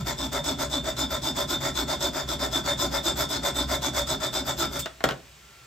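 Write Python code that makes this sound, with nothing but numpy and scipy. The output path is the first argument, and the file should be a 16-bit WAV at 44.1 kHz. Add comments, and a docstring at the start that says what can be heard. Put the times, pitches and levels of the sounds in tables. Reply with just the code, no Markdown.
"""A hacksaw slots a small screw held in pliers on a wooden bench, in short quick strokes.
Each tooth bites and tears off chips: the steel saw rings and sings, the bench growls and rumbles
under the hand. The blade slips out of the slot, the saw is put down with a clatter, and a faint
whine swells. Heard from close by, on a two-port stereo microphone in a small, quiet room."""
import sys
import numpy as np
from scipy import signal
from scipy.fft import rfft, irfft, next_fast_len
from scipy.io import wavfile

SR = 44100
rng = np.random.default_rng(int(sys.argv[2]) if len(sys.argv) > 2 else 0)


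def put_to_file(sound):
    """Save the sound as 16-bit audio at rate SR, in the file named by the first command-line argument."""
    columns = np.atleast_2d(sound).T  # one column per channel
    safe = np.clip(columns, -1, 1)
    whole_steps = np.round(safe * 32767)
    wavfile.write(sys.argv[1], SR, whole_steps.astype(np.int16))


N = 249606
TIME = np.arange(N) / SR
BODY_HZ = np.fft.rfftfreq(8192, 1 / SR)

# how alike the two microphone ports sound: (frequency [Hz], likeness [0-1])
MIC_LIKENESS = [(60, .955), (130, .92), (300, .87), (640, .48), (1300, .62), (2500, .6), (3500, .95),
                (4500, .65), (6200, .45), (7600, .75), (8600, .7), (9400, .997), (10700, .997), (11900, .5),
                (12500, .99), (14400, .99), (15500, .6)]
# how far the left port leads the right: (frequency [Hz], phase [rad])
MIC_LEAD = [(60, 0), (1800, 0), (2800, 1.2), (3400, .45), (4900, 1), (5700, -.7), (7200, -.3), (8400, -1.1),
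            (9200, -3.1), (10600, -3.2), (11400, -4), (12200, -6.25), (15000, -6.4)]
# pull and push in turn, pull first: (time the blade breaks free [s], force [dB])
STROKES = [(-0.07, -19), (0.061, -30), (0.18, -30.5), (0.326, -28.5), (0.447, -27.5), (0.585, -29),
           (0.71, -29), (0.843, -30.5), (0.972, -28), (1.102, -30), (1.229, -28.5), (1.361, -27),
           (1.489, -27.5), (1.613, -27), (1.754, -27), (1.881, -28.0), (2.005, -27), (2.134, -30),
           (2.284, -29.5), (2.399, -28), (2.522, -26.5), (2.648, -26), (2.785, -25.5), (2.917, -27.5),
           (3.04, -26), (3.164, -26.5), (3.296, -27), (3.429, -26), (3.551, -26.5), (3.684, -27),
           (3.82, -27), (3.94, -26.5), (4.073, -27.5), (4.203, -28.5), (4.328, -28), (4.459, -28),
           (4.575, -25.5), (4.712, -33)]
# as the slot deepens, the blade travels further and the pliers shake less:
# (time [s], tooth rate [factor], shaking [dB])
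REACH = [(0, 0.76, 0), (1.2, 0.87, 1), (1.999, 1.0, -2), (3.2, 1.02, -6.5), (4.801, 1.05, -5)]
# turns at which the blade jams and is wrenched free: (time [s], force [dB])
JAMS = [(0.325, -30), (1.105, -32), (2.287, -25), (3.553, -42), (4.072, -29), (4.205, -34.5), (4.459, -39)]
# resonances of blade and frame; the spot driven hardest lies at 0-1 on the pull, 1-2 on the push:
# (frequency [Hz], width [Hz], level [dB], left over right [dB], spot [strokes], swing [dB])
STEEL_MODES = [(3325, 10, 10, 9, .4, 1), (3408, 11, 13.5, -6, .5, 1), (3535, 45, 12.5, 9, .4, 1.5),
               (3580, 25, 17.5, -2.5, .3, 2), (3605, 14, 20, -2.5, .4, 1), (3900, 50, 3, -8, .3, 4),
               (4026, 25, 11.5, 2, .35, 3.5), (4365, 18, 3, 16.5, .75, 3.5), (4650, 160, 1, 0, 1.3, 6),
               (5020, 60, 7.5, 6, .8, 2.5), (5110, 110, 3, 0, 1.4, 6), (5200, 110, 4.5, 8, .2, 6),
               (5600, 30, 1, 0, .8, 1), (5865, 55, -2, 16, .6, 2), (6105, 30, 3.5, -4, 1.1, 2),
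               (6520, 50, 4.5, -9, .25, 4), (6810, 44, 2.5, 17.5, 1.2, 4), (7070, 70, 2, 0, .3, 3),
               (7560, 45, 6, 8, .6, 2.5), (7690, 90, 4, 0, 1.4, 4), (7850, 110, 3, -6, .3, 5),
               (8080, 50, 0, 0, 1.7, 2), (8720, 60, 0, 0, 1.4, 2), (8930, 100, 0, 4, .1, 2),
               (9260, 100, -6, 0, 1.7, 2), (11450, 250, -3, 0, .3, 3), (13250, 260, -1.5, 2, 1.3, 2.5),
               (13860, 250, -5.5, -3.5, .4, 3)]
# broad response of blade and frame: (frequency [Hz], level [dB])
STEEL_COLOUR = [(100, -58), (1500, -18.5), (2500, -7), (3000, -7), (3800, -5), (4250, -4), (4800, -1.5),
                (6300, 0.5), (7700, -7.5), (8300, -8), (9000, -41), (10800, 1), (12100, -55), (13700, -42),
                (14400, -18), (15700, -56)]
# resonances of the bench top with the pliers on it, columns as in STEEL_MODES
BENCH_MODES = [(275, 20, 10.3, 0, .65, 2), (335, 30, 6, -3, .4, 3), (567, 42, 10.5, 1, 1.55, 2.5),
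               (626, 55, 10.3, -1, 1.2, 1.5), (760, 35, 4, -3, .4, 1), (882, 30, 7, -3, .4, 1),
               (936, 24, 5, 4, 1.5, 3), (1035, 35, 8, 1, .2, 1.5), (1200, 40, -2, -3, .4, 2),
               (1338, 70, 7.5, 2, 1.1, 1.5), (1435, 50, 3, 3, .4, 1), (1525, 35, 1, 0, .9, 2),
               (1750, 120, -5, 0, 1.6, 4), (1880, 60, -4, 1, 1.65, 4), (2030, 60, -5, 0, 1.4, 4),
               (2150, 50, -4, 0, 1.4, 3), (2290, 40, -6, 0, .6, 2), (2900, 300, -18, 0, .4, 5)]
# broad response of the bench top: (frequency [Hz], level [dB])
BENCH_COLOUR = [(40, -2), (150, 2), (230, -29), (390, 6.5), (485, -29), (680, -25), (1000, -14),
                (1550, -43), (2200, -7), (2800, -23), (5000, -49), (16000, -49)]
# tones bowed out of the frame: (pitch [Hz], level against force [dB], left over right [dB], t60 [s])
FRAME_TONES = [(3326, -21.3, 9, .22), (3408, -12.6, -6, .22), (3604, -11, -2.5, .13)]
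# spectrum of the swaying bench: (frequency [Hz], level [dB])
RUMBLE_COLOUR = [(20, -40), (33, -26), (50, -7), (63, 6), (80, -9), (100, -24), (133, 0), (175, -22),
                 (230, -25), (400, -14.5), (1500, -101)]
# spectrum of the room tone: (frequency [Hz], level [dB])
AIR_COLOUR = [(20, -45), (40, -15), (120, 5.5), (300, -9), (450, -4), (900, -3.5), (2700, -0.5),
              (4200, -4.5), (9000, -7.5), (12000, -14.5), (15500, -19)]
# how long the room holds a sound: (frequency [Hz], t60 [s])
ROOM_DECAY = [(100, 0.34), (300, 0.42), (1000, 0.24), (3000, 0.19), (8000, 0.2), (16000, 0.06)]
# teeth that catch: (time [s], level [dB], time to peak [s])
SNAGS = [(0.329, -32, 0.0026), (1.363, -36, 0.0037), (3.0797, -30, 0.0029), (3.458, -32, 0.0026),
         (3.961, -43, 0.0016), (3.993, -26, 0.0007), (4.253, -41, 0.0005), (4.789, -29, 0.0084)]
# spectrum of their screech: (frequency [Hz], level [dB])
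SCREECH_COLOUR = [(100, -45), (3000, 6), (6500, 8), (8200, 14), (11000, -1), (12000, -8), (13700, 9),
                  (15700, -4)]
# the blade slips off, then the saw lands and bounces:
# (time [s], level [dB], hardness as treble [dB], weight as bass [dB], share of ringing steel [dB])
KNOCKS = [(4.8578, -6, -2, -9, -31), (5.005, -10.5, -17, -13, -20), (5.0393, 3.5, 0.5, 1.5, -13.5),
          (5.0435, 0, -26, 2, -24), (5.0884, -1, -4.5, -2, -26), (5.1084, -6.5, -2, -3, -30),
          (5.1203, -16.5, -1, -5, -23)]
# broad response of the bench to a knock: (frequency [Hz], level [dB])
KNOCK_COLOUR = [(20, -43), (45, -22), (100, -12), (150, 5), (200, 7), (260, 10), (370, 15), (510, 10.5),
                (620, 16.5), (850, 1), (980, -1), (1090, 12), (1200, 4), (1400, 12), (2100, 4), (3200, 5),
                (6500, -7.5), (9000, -17), (15000, -21)]
# dull bumps on the bench: (time [s], level [dB])
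THUDS = [(5.059, -20.5), (5.111, -26.5), (5.318, -55)]
# swell of the faint whine: (time [s], level [dB])
WHINE_SWELL = [(5.3, -76), (5.45, -63.5), (5.66, -60)]

LAST_STROKE_END_S = 4.86
HAND_LEAD_S, BLADE_LEAD_S = 0.021, 0.0028  # pressure, then travel, turn before the blade breaks free
BENCH_BOOM_HZ = 140  # lowest pitch of the bench top


def gain_of(db):
    """Decibels to amplitude."""
    return 10 ** (np.asarray(db) / 20)


def unit_rms(x):
    """Scales to rms 1."""
    return x / np.sqrt(np.mean(x ** 2) + 1e-20)


def curve_at(points, hz):
    """Reads a table along a log-frequency axis."""
    table_hz, value = np.transpose(points)
    return np.interp(np.log(hz + 1), np.log(table_hz + 1), value)


def add(mix, start_s, sound):
    """Mixes a sound in at the given time."""
    part = mix[:, round(start_s * SR):][:, :sound.shape[1]]
    part += sound[:, :part.shape[1]]


def wander(rate_hz):
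    """Slow random motion of rms 1, up to about the given rate."""
    size = next_fast_len(N, True)
    rolloff = 1 + (np.fft.rfftfreq(size, 1 / SR) / rate_hz) ** 4
    return unit_rms(irfft(rfft(rng.standard_normal(size)) / rolloff, size)[:N])


def through(x, ring):
    """Convolves channel by channel."""
    return signal.oaconvolve(x, ring, axes=1)[:, :N]


def body_response(colour, modes=(), modes_db=0, spread_s=0.002322):
    """Left and right impulse responses of a body, at a set energy: resonances on a broad spectrum."""
    hz, width, db, pan_db = np.reshape(modes, (-1, 6)).T[:4]
    peaks = 1 / (1 + ((BODY_HZ ** 2 - hz[:, None] ** 2) / (width[:, None] * BODY_HZ + 1)) ** 2)
    peak_power = gain_of(db + modes_db + np.array([pan_db, -pan_db]) / 2) ** 2
    power = gain_of(curve_at(colour, BODY_HZ)) ** 2 + peak_power @ peaks
    log_gain = np.log(np.hstack([power, power[:, -2:0:-1]])) / 2
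    minimum_phase = np.exp(np.conj(signal.hilbert(log_gain)[:, :len(BODY_HZ)]))
    delay_s = spread_s / np.sqrt(1 + BODY_HZ / 700)  # bending waves: the treble arrives first
    ring = irfft(minimum_phase * np.exp(-2j * np.pi * np.cumsum(delay_s) * BODY_HZ[1]))
    return ring / np.sqrt(np.sum(ring ** 2) / 2)


def microphone(pair):
    """The two ports: unrelated sounds become a partly alike, phase-shifted left and right."""
    left, other = rfft(pair)
    hz = np.fft.rfftfreq(pair.shape[1], 1 / SR)
    likeness = np.clip(curve_at(MIC_LIKENESS, hz), 0, 1)
    right = (likeness * left + np.sqrt(1 - likeness ** 2) * other) * np.exp(-1j * curve_at(MIC_LEAD, hz))
    return irfft(np.array([left, right]), pair.shape[1])


def noise(colour):
    """Steady coloured noise of rms 1 at the microphone."""
    gain = gain_of(curve_at(colour, np.fft.rfftfreq(N, 1 / SR)))
    return unit_rms(microphone(irfft(rfft(rng.standard_normal((2, N))) * gain, N)))


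def stroke_motion(lead_s, skew_shift=0, pull_skew=.71, push_skew=.79, skew_per_s=.035):
    """The hand's to and fro: an arch (0-1) for each stroke, and the strokes done so far."""
    turns = np.append(np.array(STROKES)[:, 0], LAST_STROKE_END_S)
    progress = np.interp(TIME + lead_s, turns, np.arange(len(turns)))
    # a lower skew peaks earlier; the arches grow more even as the slot deepens
    skew = np.where(progress % 2 >= 1, push_skew, pull_skew) + skew_per_s * TIME + skew_shift
    return np.abs(np.sin(np.pi * (progress % 1) ** skew)), progress


def teeth(speed, stroke, pull_hz=372.6, push_hz=384.1, wobble=.015, uneven_db=1.3):
    """Teeth pass the screw: an impulse for each, how far (0-1) it is through its cut, and its size."""
    times, reach, _ = np.transpose(REACH)
    rate_hz = np.where(stroke % 2, push_hz, pull_hz) * np.interp(TIME, times, reach) * speed ** .9
    passed = np.cumsum(rate_hz * (1 + wobble * wander(150))) / SR
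    tooth = passed.astype(int)
    size = gain_of(uneven_db * rng.standard_normal(N))[tooth]
    return unit_rms(np.diff(tooth, prepend=0) * size), passed % 1, size


def scrape(impulses, cut, size, bite, grip):
    """Force of the cut: each tooth strikes, then tears a dense shower of tiny chips that thins out."""
    force = unit_rms(rng.standard_normal((2, N)) * size * (grip + np.exp(-cut / 0.36)))
    force[0] += bite * impulses
    return microphone(force) / np.sqrt(1 + bite ** 2)


def jerks(turn_db=-21, pull_grab_db=5.5, scatter_db=1.5, peak_s=0.0017):
    """Force of the stuck blade letting go: sudden, then fading; slight at a turn, hard after a jam."""
    starts, force_db = np.transpose(STROKES)
    pull = np.arange(len(starts)) % 2 == 0
    jerk_db = force_db + turn_db + pull_grab_db * pull - scatter_db * rng.standard_normal(len(starts))
    power, age = np.zeros((1, N)), np.arange(4096) / SR / peak_s
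    for start_s, db in list(zip(starts, jerk_db))[1:] + JAMS:
        add(power, start_s, (gain_of(db) * age * np.exp(1 - age))[None] ** 2)
    return np.sqrt(power[0])


def sliding_contact(force, progress, colour, modes, scatter_db, steps_per_stroke=3):
    """A body driven at a moving point: each mode swells and fades along the stroke, never quite alike."""
    spot, swing_db = np.transpose(modes)[4:]
    out, step = np.zeros((2, N)), progress * steps_per_stroke
    for k in range(int(step[0]) + 1, int(step[-1])):
        first, last = np.searchsorted(step, [k - 1, k + 1])
        drive_db = swing_db * np.cos(np.pi * (k / steps_per_stroke - spot))
        drive_db += scatter_db * rng.standard_normal(len(modes))
        crossfaded = force[:, first:last] * (1 - abs(step[first:last] - k))
        ring = body_response(colour, modes, drive_db)
        add(out, first / SR, signal.fftconvolve(crossfaded, ring, axes=1))
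    return out


def frame_singing(effort, waver_hz=3.5, waver_db=2, lift_s=4.825, lift_db=-21.5, lift_width_s=0.0081):
    """Friction bows the frame like a string: thin tones ring on through the turns and the lift-off."""
    lift_off = gain_of(lift_db) * np.exp(-((TIME - lift_s) / lift_width_s) ** 2)  # the blade drags out
    out = np.zeros((2, N))
    for hz, db, pan_db, t60 in FRAME_TONES:
        bowing = (effort + lift_off) * gain_of(db + waver_db * wander(12))
        decay = gain_of(-60 / (t60 * SR))
        level = signal.lfilter([1 - decay], [1, -decay], bowing)
        phase = 2 * np.pi * np.cumsum(hz + waver_hz * wander(22.9)) / SR
        tone = np.sqrt(2) * np.sin([phase, phase - curve_at(MIC_LEAD, hz)])
        out += level * gain_of([[pan_db / 2], [-pan_db / 2]]) * tone
    return out


def pliers_thrum(cut, speed, progress, pull_db=-17, push_db=-25.5, swell_db=14.5, top_hz=400):
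    """Riding over the teeth shakes the pliers at the tooth rate: a growl that swells along the pull."""
    stroke = np.minimum(progress.astype(int), len(STROKES) - 1)
    times, _, shaking_db = np.transpose(REACH)
    db = np.array(STROKES)[stroke, 1] + np.interp(TIME, times, shaking_db)
    db += np.where(stroke % 2, push_db, pull_db + swell_db * (progress - stroke - .5))
    riding = np.sqrt(2) * np.sin(2 * np.pi * cut) * speed ** 0.97 * gain_of(db)
    return signal.sosfiltfilt(signal.butter(2, top_hz, fs=SR, output="sos"), riding)


def bench_boom(cut, speed, force_db, along, share_db=-8, swell_db=7, width_hz=55):
    """The bench top answers near each turn, as the tooth rate crosses its lowest pitch."""
    level = gain_of(force_db + share_db + swell_db * along)
    riding = np.sqrt(2) * np.sin(2 * np.pi * cut) * np.sqrt(speed) * level
    return signal.lfilter(*signal.iirpeak(BENCH_BOOM_HZ, BENCH_BOOM_HZ / width_hz, SR), riding)


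def sawing(chatter_db=0.46, hollow_hz=485, hollow_width_hz=68):
    """The teeth drive the steel saw and, through screw and pliers, the bench."""
    pressure, progress = stroke_motion(HAND_LEAD_S)
    speed, blade_progress = stroke_motion(BLADE_LEAD_S, skew_shift=-.17)
    stroke = np.minimum(progress.astype(int), len(STROKES) - 1)
    force_db, push = np.array(STROKES)[stroke, 1], stroke % 2 == 1
    along = progress - stroke - .5  # strokes before or after mid-stroke
    impulses, cut, size = teeth(speed, blade_progress.astype(int))
    effort = np.hypot(pressure ** 2.03 * gain_of(force_db), jerks())
    effort *= gain_of(-chatter_db * wander(120))  # the blade chatters in its slot
    steel_db = np.where(push, -2, -0.3)
    bench_db = np.where(push, 0.5 + 0.5 * along, -1 + 10 * along)  # a push leans, a pull builds up
    on_steel = scrape(impulses, cut, size, bite=0.27, grip=0.7) * effort * gain_of(steel_db)
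    on_bench = scrape(impulses, cut, size, bite=0.13, grip=0.47) * effort * gain_of(bench_db)
    on_bench += pliers_thrum(cut, speed, blade_progress)
    # driven through the pliers, the bench hardly moves at one pitch
    on_bench = signal.lfilter(*signal.iirnotch(hollow_hz, hollow_hz / hollow_width_hz, SR), on_bench)
    steel = sliding_contact(on_steel, progress, STEEL_COLOUR, STEEL_MODES, scatter_db=3.5)
    singing = frame_singing(effort * gain_of(np.where(push, -1, 0)))
    bench = sliding_contact(on_bench, progress, BENCH_COLOUR, BENCH_MODES, scatter_db=2.25)
    return steel + singing + bench + bench_boom(cut, speed, force_db, along)


def settling(from_s, db_per_s=184):
    """Gain of the bench's swaying: 1 until the given time, then dying away."""
    return gain_of(-db_per_s * np.maximum(TIME - from_s, 0))


def bench_rumble(sawing_db=-40, stop_s=4.81, landing_db=-37, rise_s=0.026, rest_db=-58):
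    """The bench top sways low and evenly under the sawing hand, and once more as the saw lands."""
    rocking = gain_of(sawing_db) * settling(stop_s)
    landing_s = max(KNOCKS, key=lambda knock: knock[1])[0]
    rise = np.clip((TIME - landing_s) / rise_s, 0, 1)
    landing = gain_of(landing_db) * rise * settling(landing_s + rise_s)
    return noise(RUMBLE_COLOUR) * np.sqrt(rocking ** 2 + landing ** 2 + gain_of(rest_db) ** 2)


def room_tone(level_db=-52.3):
    """The air of the quiet room: a soft, steady hiss."""
    return gain_of(level_db) * noise(AIR_COLOUR)


def reflections(sound, delay_s=0.012):
    """Near walls send dense echoes to the microphone, each band dying at its own speed."""
    hz, t, bands = signal.stft(rng.standard_normal((2, SR // 2)), SR, nperseg=256)
    tail = signal.istft(bands * gain_of(-60 * t / curve_at(ROOM_DECAY, hz)[:, None]), SR, nperseg=256)[1]
    tail[:, :round(delay_s * SR)] = 0
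    return microphone(through(sound[:1], tail / np.linalg.norm(tail[0])))


def snags():
    """A caught tooth tears loose with a short bright screech."""
    force = np.zeros((2, N))
    for start_s, db, peak_s in SNAGS:
        age = np.arange(4096) / SR / peak_s
        add(force, start_s, gain_of(db) * age * np.exp(1 - age) * rng.standard_normal((2, len(age))))
    return through(microphone(force), body_response(SCREECH_COLOUR))


def knocks(boost_db=8.6, crack_s=0.002, buzz_share=0.65, buzz_s=0.011):
    """Each knock is a hard blow with a brief crack and a buzz of loose metal; it rings bench and saw."""
    t, hz = np.arange(4096) / SR, np.fft.rfftfreq(4096, 1 / SR)
    treble = 1 / (1 + (3500 / (hz + 1)) ** 2)
    bass = 1 / (1 + (hz / 450) ** 4)
    impact = np.array([[1], [0]]) * (1 - treble)
    on_bench, on_steel = np.zeros((2, 2, N))
    for start_s, db, hard_db, weight_db, steel_db in KNOCKS:
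        crack, buzz = (rng.standard_normal((2, len(t))) * np.exp(-t / life) * np.sqrt(2 / (life * SR))
                       for life in (crack_s, buzz_s))
        spectrum = impact + rfft(crack) * treble + buzz_share * rfft(buzz)
        blow = irfft(spectrum * gain_of(boost_db + db + hard_db * treble + weight_db * bass))
        blow[:, len(t) // 2:] = 0
        add(on_bench, start_s, blow)
        add(on_steel, start_s, gain_of(steel_db) * blow)
    bench = through(microphone(on_bench), body_response(KNOCK_COLOUR, BENCH_MODES, modes_db=5.5))
    steel = through(microphone(on_steel), body_response(STEEL_COLOUR, STEEL_MODES))
    return bench + steel


def thuds(rise_s=0.0054, t60_s=0.1):
    """Dull bumps of the saw's weight and the hand: the bench top booms at its lowest pitch."""
    out, t = np.zeros((2, N)), np.arange(SR // 2) / SR
    boom = np.sin(2 * np.pi * BENCH_BOOM_HZ * t) * (1 - np.exp(-t / rise_s)) * gain_of(-60 * t / t60_s)
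    for start_s, db in THUDS:
        add(out, start_s, gain_of(db) * boom[None])
    return out


def whine(pitch_hz=1360, waver_hz=12):
    """A faint wavering tone, centred between the ports, swells in the quiet at the end."""
    phase = 2 * np.pi * np.cumsum(pitch_hz + waver_hz * wander(19)) / SR
    return gain_of(np.interp(TIME, *np.transpose(WHINE_SWELL))) * np.sqrt(2) * np.sin(phase)


def scene(saw_room_db=-12, clatter_room_db=-13):
    """Saw, clatter and bench close to the microphone, with the room behind them."""
    saw = sawing() + snags()
    clatter = knocks() + thuds()
    room = gain_of(saw_room_db) * reflections(saw) + gain_of(clatter_room_db) * reflections(clatter)
    return saw + clatter + room + bench_rumble() + whine() + room_tone()


def record(dry, low_cut_hz=30, top_hz=15850):
    """The recorder's low cut and band limit."""
    trimmed = signal.sosfilt(signal.butter(2, low_cut_hz, "high", fs=SR, output="sos"), dry)
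    band_limit = signal.firwin(511, top_hz, window=("kaiser", 9), fs=SR)
    return signal.oaconvolve(trimmed, band_limit[None], "same")


dry = scene()
out = record(dry)
put_to_file(out)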